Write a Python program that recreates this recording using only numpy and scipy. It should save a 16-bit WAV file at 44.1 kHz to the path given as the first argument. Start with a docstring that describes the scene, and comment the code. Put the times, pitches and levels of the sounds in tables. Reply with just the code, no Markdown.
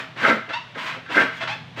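"""A handsaw cuts a board in a small wooden room: hard biting pushes, with lighter strokes between.
The teeth scrape as hiss and dense clicks; their sparser catches drive the resonances of blade and board.
On light strokes the teeth skip evenly and squeak, in gliding harmonic stacks; hard pushes carry low,
falling tooth-rate thumps. A low hum and room air sit under it; a small microphone some steps away
hears much of the room."""
import sys
import numpy as np
from scipy import signal
from scipy.fft import rfft, irfft
from scipy.io import wavfile
from scipy.ndimage import uniform_filter1d

SR = 44100
rng = np.random.default_rng(int(sys.argv[2]) if len(sys.argv) > 2 else 0)


def bounce(signal):
    """Save signal as a 16-bit WAV file at the path given by the first command-line argument."""
    frames = np.transpose(np.atleast_2d(signal))
    limited = np.clip(frames, -1, 1)
    pcm = np.round(limited * 32767).astype(np.int16)
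    wavfile.write(sys.argv[1], SR, pcm)


N = 79380  # samples, 1.8 s

# Colour of the room air. Each row: frequency in Hz, relative level in dB per Hz.
AIR_COLOUR = [(18, -53), (30, 18), (69, 7), (160, 1), (505, 1), (656, 4), (747, 3), (2130, 1), (3400, 0),
              (10500, -35), (15500, -41)]
AIR_DB = -46.5

# Bands of the low hum. Each row: centre in Hz, width in Hz, level in dB before the swell.
HUM_BANDS = [(120.2, 30, -49), (163, 2.8, -55), (240.7, 30, -61.5)]

# Slow swell of the hum. Each row: time in seconds, added level in dB.
HUM_SWELL = [(0, 2), (.7, 1.5), (1.45, 3), (1.6, 8), (1.8, 8)]

# How long the room rings. Each row: frequency in Hz, time to fall by 60 dB in seconds.
ROOM_DECAY = [(150, 0.28), (500, 0.22), (1500, 0.4), (3000, 0.39), (6000, 0.36), (10000, .25),
              (15000, 0.38)]
DIRECT_DB, ROOM_DB = -2.5, -4.5
TURNS_PER_S = 3  # how often the three random echo patterns take turns, for a smooth room tail

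# Even tooth skipping, as squeaks or low thumps. Each row: start in seconds, length in seconds, first rate
# in Hz (teeth per second), last rate in Hz, ease of the glide (exponent), level in dB, overtones in dB,
# change of the overtones by the end in dB.
TOOTH_SKIPS = [(.305, .045, 270, 205, 1, -24, -25, 0), (.49, .03, 640, 690, 1.1, -38, -2, -.1),
               (.528, .052, 860, 990, 1.2, -26.5, 3, -14), (1.205, .04, 330, 280, 1.1, -27, -25, -.1),
               (1.322, .06, 2700, 1640, 1.7, -37, -16, 16), (1.403, .04, 660, 670, 1, -30, -8, 0),
               (1.476, .065, 735, 870, 1.8, -31, 1, -3), (1.772, .04, 640, 680, 1.1, -36, -4, -.1)]

# Tone of the skip overtones. Each row: frequency in Hz, relative level in dB.
SKIP_TONE = [(1200, -6), (1800, -4), (2600, 0), (3400, -2), (4500, -12), (6500, -25), (9000, -45),
             (11000, -90)]
SKIP_JITTER = 0.13  # share of the rate, before smoothing
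SKIP_RISE_S, SKIP_FALL_S = 0.008, 0.01

# The saw strokes, one table per stroke. Each row: time in seconds, then relative levels in dB of
# the scrape, the blade ring, the board boom and the top fizz.
STROKES = [
    [(0.0, -33, -19, -38, -55), (0.008, -34, -58, -40, -62), (0.02, -45, -53, -36.5, -73.5),
     (0.038, -45.5, -63, -43.5, -69), (0.05, -47, -52, -47, -77)],
    [(0.155, -107, -91, -117, -102), (0.163, -45, -26, -30.5, -83), (0.177, -40, -33.5, -39, -67),
     (0.217, -35, -18, -33.5, -56.5), (0.231, -30.5, -14, -19.5, -56), (0.253, -31, -4.5, -20, -56),
     (0.303, -27, -16.5, -23, -48.5), (0.309, -32, -13, -18.5, -56), (0.341, -62, -31, -32, -66),
     (0.37, -52, -43, -27.5, -77)],
    [(0.483, -66, -45, -36, -102), (0.491, -40, -28, -41, -88), (0.503, -39.5, -16.5, -26.5, -78),
     (0.519, -48.5, -30, -54, -74), (0.539, -31.5, -26, -64, -74), (0.575, -72, -64, -70, -73),
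     (0.585, -61, -53, -72, -84)],
    [(0.748, -50, -46, -55, -92), (0.754, -45, -28, -39, -83), (0.77, -47, -28, -30, -67),
     (0.784, -35, -50, -53, -63), (0.856, -40.5, -31, -37, -56), (0.866, -33.5, -33.5, -53, -57),
     (0.888, -35, -28.5, -48, -57.5), (0.972, -47, -45, -38, -77), (0.98, -58, -60, -38.5, -76)],
    [(1.05, -76, -56.5, -57, -105), (1.064, -44, -30, -74, -106), (1.078, -65, -47, -69, -105),
     (1.096, -40.5, -22.5, -31.5, -76), (1.124, -32.5, -34, -34.5, -56), (1.146, -37.5, -14.5, -41.5, -56),
     (1.158, -25, -17.5, -24, -56), (1.174, -36, -7.5, -24.5, -50.5), (1.218, -27, -17.5, -20.5, -52.5),
     (1.28, -60.5, -36.5, -46.5, -75)],
    [(1.31, -46, -60, -45, -71), (1.378, -46.5, -42, -70, -62), (1.4, -48, -39, -40, -76),
     (1.414, -34.5, -27, -51, -64), (1.438, -33, -23.5, -33.5, -66), (1.468, -56, -56, -52, -78),
     (1.478, -29, -32, -53, -75), (1.498, -35.5, -48, -42, -63), (1.534, -49, -50, -48, -63),
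     (1.56, -65, -42, -39, -73)],
    [(1.765, -46, -65, -76, -80), (1.773, -42, -24.5, -23.5, -64), (1.789, -40, -42, -38, -60),
     (1.8, -30.5, -32, -27, -62)],
]
LIFT_S = 0.006  # fade just before and just after each stroke

# Blade resonances. Each row: frequency in Hz, width in Hz, relative level in dB.
BLADE_MODES = [(935, 12, -25.5), (1020, 24, -42.5), (1284, 34.8, 10.5), (1356.5, 57, 14.5),
               (1562, 90, 18.5), (1598, 74, 6), (1771, 17, 7), (1840, 32, -32), (2020, 35, -25.5),
               (2068, 81, 12.5), (2300, 60, -31), (2640, 120, -37.5), (3130, 77, -30)]

# Board resonances. Each row: frequency in Hz, width in Hz, relative level in dB.
BOARD_MODES = [(162, 21, -32.5), (223, 8.3, -8.5), (268, 87, 3), (379, 167, 3.5), (450, 75, -3),
               (518.4, 60, -0.5), (644.7, 16.5, 3), (847, 29, -3.5)]
BLADE_DB, BOARD_DB = -6, -1  # added to the stroke levels
CATCHES_PER_S, CATCH_SPREAD_DB = 1100, 4

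# The hardest catches of a tooth. Each row: time in seconds, size in dB over the rms of the catches.
SNAGS = [(0.161, 29), (.283, 31.5), (.297, 24.5), (0.894, 29), (1.168, 31.5), (1.178, 31), (1.434, 29)]

# Rasp of the teeth. Each row: frequency in Hz, relative level in dB per Hz.
RASP_COLOUR = [(70, -60.5), (120, -13.5), (370, -19), (1000, 1.5), (1300, 0), (2100, 1.5), (2800, -2),
               (3500, -7), (4500, -14.5), (9000, -41), (11700, -67)]

# Fine fizz on top. Each row: frequency in Hz, relative level in dB per Hz.
FIZZ_COLOUR = [(3530, -24), (6000, -3.5), (8440, -7), (10000, -13.5), (12200, -17.5), (15500, -8.5)]
RASP_DB, FIZZ_DB = 7, 3  # added to the stroke levels
TEETH_PER_S, TOOTH_SPREAD_DB = 3000, 3.5
HISS_SHARE = 0.75  # the rest of the scrape is clicks

BASS_CUT_HZ, EDGE_HZ = 123, 15520  # lower and upper limits of the microphone sound


def amp(db):
    """Turns dB into gain."""
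    return 10 ** (np.asarray(db) / 20)


def evened(x):
    """Scales a signal to rms 1."""
    return x / np.sqrt(np.mean(x ** 2) + 1e-20)


def read(points, hz):
    """Reads a curve on a log-frequency axis."""
    f, value = np.transpose(points)
    return np.interp(np.log(hz + 1), np.log(f + 1), value)


def colour(x, points):
    """Filters a signal by a spectrum in dB."""
    gain = amp(read(points, np.fft.rfftfreq(len(x), 1 / SR)))
    return irfft(rfft(x) * gain, len(x))


def ring(x, hz, width):
    """Passes a signal through one resonance with a peak gain near 1."""
    pole = np.exp((2j * np.pi * hz - np.pi * width) / SR)
    return 2 * signal.lfilter([1 - abs(pole)], [1, -pole], x).real


def resonance(x, hz, width):
    """Two resonances in a row, the second three times as wide, for steeper skirts."""
    return ring(ring(x, hz, width), hz, 3 * width)


def stroke_level(column):
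    """Gain over time from one column of the strokes, silent between them."""
    t = np.arange(N) / SR
    gain = np.zeros(N)
    for rows in map(np.array, STROKES):
        start, end = rows[0, 0], rows[-1, 0]
        edge = np.clip(np.minimum(t - start + LIFT_S, end - t + LIFT_S) / LIFT_S, 0, 1)
        gain += edge * amp(np.interp(t, rows[:, 0], rows[:, column]))
    return gain


def clicks(per_s, spread_db):
    """Random clicks of either sign at rms 1; a few are large."""
    hit = rng.random(N) < per_s / SR
    size = np.minimum(rng.exponential(1, N), 4)
    sign = rng.choice([-1., 1.], N)
    return evened(hit * sign * amp(spread_db * size))


def background():
    """Coloured noise for the room air, and narrow noise bands that waver as a low hum."""
    hum = np.zeros(N)
    for hz, width, db in HUM_BANDS:
        hum += amp(db) * evened(resonance(rng.standard_normal(N), hz, width))
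    swell = amp(np.interp(np.arange(N) / SR, *np.transpose(HUM_SWELL)))
    air = evened(colour(rng.standard_normal(N), AIR_COLOUR))
    return swell * hum + amp(AIR_DB) * air


def room(x):
    """Sparse echoes of random sign, each band dying at its own speed; three patterns take turns."""
    out = np.zeros(N)
    turn = 2 * np.pi * TURNS_PER_S * np.arange(N) / SR
    for k in range(3):
        taps = np.zeros(SR)
        at = np.arange(200, SR - 20, 20)  # one echo in every 20 samples
        taps[at + rng.integers(0, 20, len(at))] = rng.choice([-1., 1.], len(at))
        hz, t, bands = signal.stft(taps, SR, nperseg=256)
        decay = amp(-60 * t / read(ROOM_DECAY, hz)[:, None])
        tail = signal.istft(bands * decay, SR, nperseg=256)[1]
        # the squares of the three windows add up to 1
        window = np.sqrt(2 / 3) * np.cos(turn / 2 - k * np.pi / 3)
        out += signal.fftconvolve(x * window, tail / np.linalg.norm(tail))[:N]
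    return out


def tooth_skip(start, length, from_hz, to_hz, ease, db, over_db, fade_db):
    """Evenly spaced tooth slips: a stack of harmonics whose rate glides up or down."""
    t = np.arange(N) / SR - start
    progress = np.clip(t / length, 0, 1)
    wobble = 1 + SKIP_JITTER * uniform_filter1d(rng.standard_normal(N), size=150)
    glide = 1 - (1 - progress) ** ease
    rate = (from_hz + (to_hz - from_hz) * glide) * wobble
    phase = 2 * np.pi * np.cumsum(rate) / SR
    overtones = sum(amp(read(SKIP_TONE, k * rate)) * np.cos(k * phase) for k in range(2, 12))
    rise, fall = t / SKIP_RISE_S, (length - t) / SKIP_FALL_S + 1  # the fall follows the length
    shape = np.clip(np.minimum(rise, fall), 0, 1) ** 2
    return amp(db) * shape * (np.cos(phase) + amp(over_db + fade_db * progress) * overtones)


def struck(modes, column, db):
    """Teeth catching in the kerf ring a set of modes, as hard as the stroke bites."""
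    catches = clicks(CATCHES_PER_S, CATCH_SPREAD_DB)
    for s, snag_db in SNAGS:
        catches[round(s * SR)] += amp(snag_db)

    def body(x):
        """All modes together, balanced so that wide ones are not louder."""
        return sum(amp(d) * resonance(x, hz, width) / np.sqrt(width) for hz, width, d in modes)

    return amp(db) * body(catches * stroke_level(column)) / np.std(body(catches))


def scrape():
    """Teeth tearing fibres: dense clicks in hiss, coloured as a rasp and a fine top fizz."""
    hiss = rng.standard_normal(N)
    teeth = clicks(TEETH_PER_S, TOOTH_SPREAD_DB)
    tearing = HISS_SHARE * hiss + (1 - HISS_SHARE) * teeth
    rasp = amp(RASP_DB) * stroke_level(1) * evened(colour(tearing, RASP_COLOUR))
    fizz = amp(FIZZ_DB) * stroke_level(4) * evened(colour(tearing, FIZZ_COLOUR))
    return rasp + fizz


def scene():
    """The saw heard directly and through the room, over the background."""
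    blade = struck(BLADE_MODES, column=2, db=BLADE_DB)
    board = struck(BOARD_MODES, column=3, db=BOARD_DB)
    skips = sum(tooth_skip(*row) for row in TOOTH_SKIPS)
    saw = scrape() + blade + board + skips
    return (amp(DIRECT_DB) * saw + amp(ROOM_DB) * room(saw) + background())[None]


def record(dry):
    """A small microphone without deep bass, then a steep cut of the highest treble."""
    bass_cut = signal.butter(2, BASS_CUT_HZ, "high", fs=SR, output="sos")
    thin = signal.sosfilt(bass_cut, dry)
    treble_cut = signal.firwin(1501, EDGE_HZ, window=("kaiser", 9), fs=SR)
    return signal.oaconvolve(thin, treble_cut[None], "same")


dry = scene()
out = record(dry)
bounce(out)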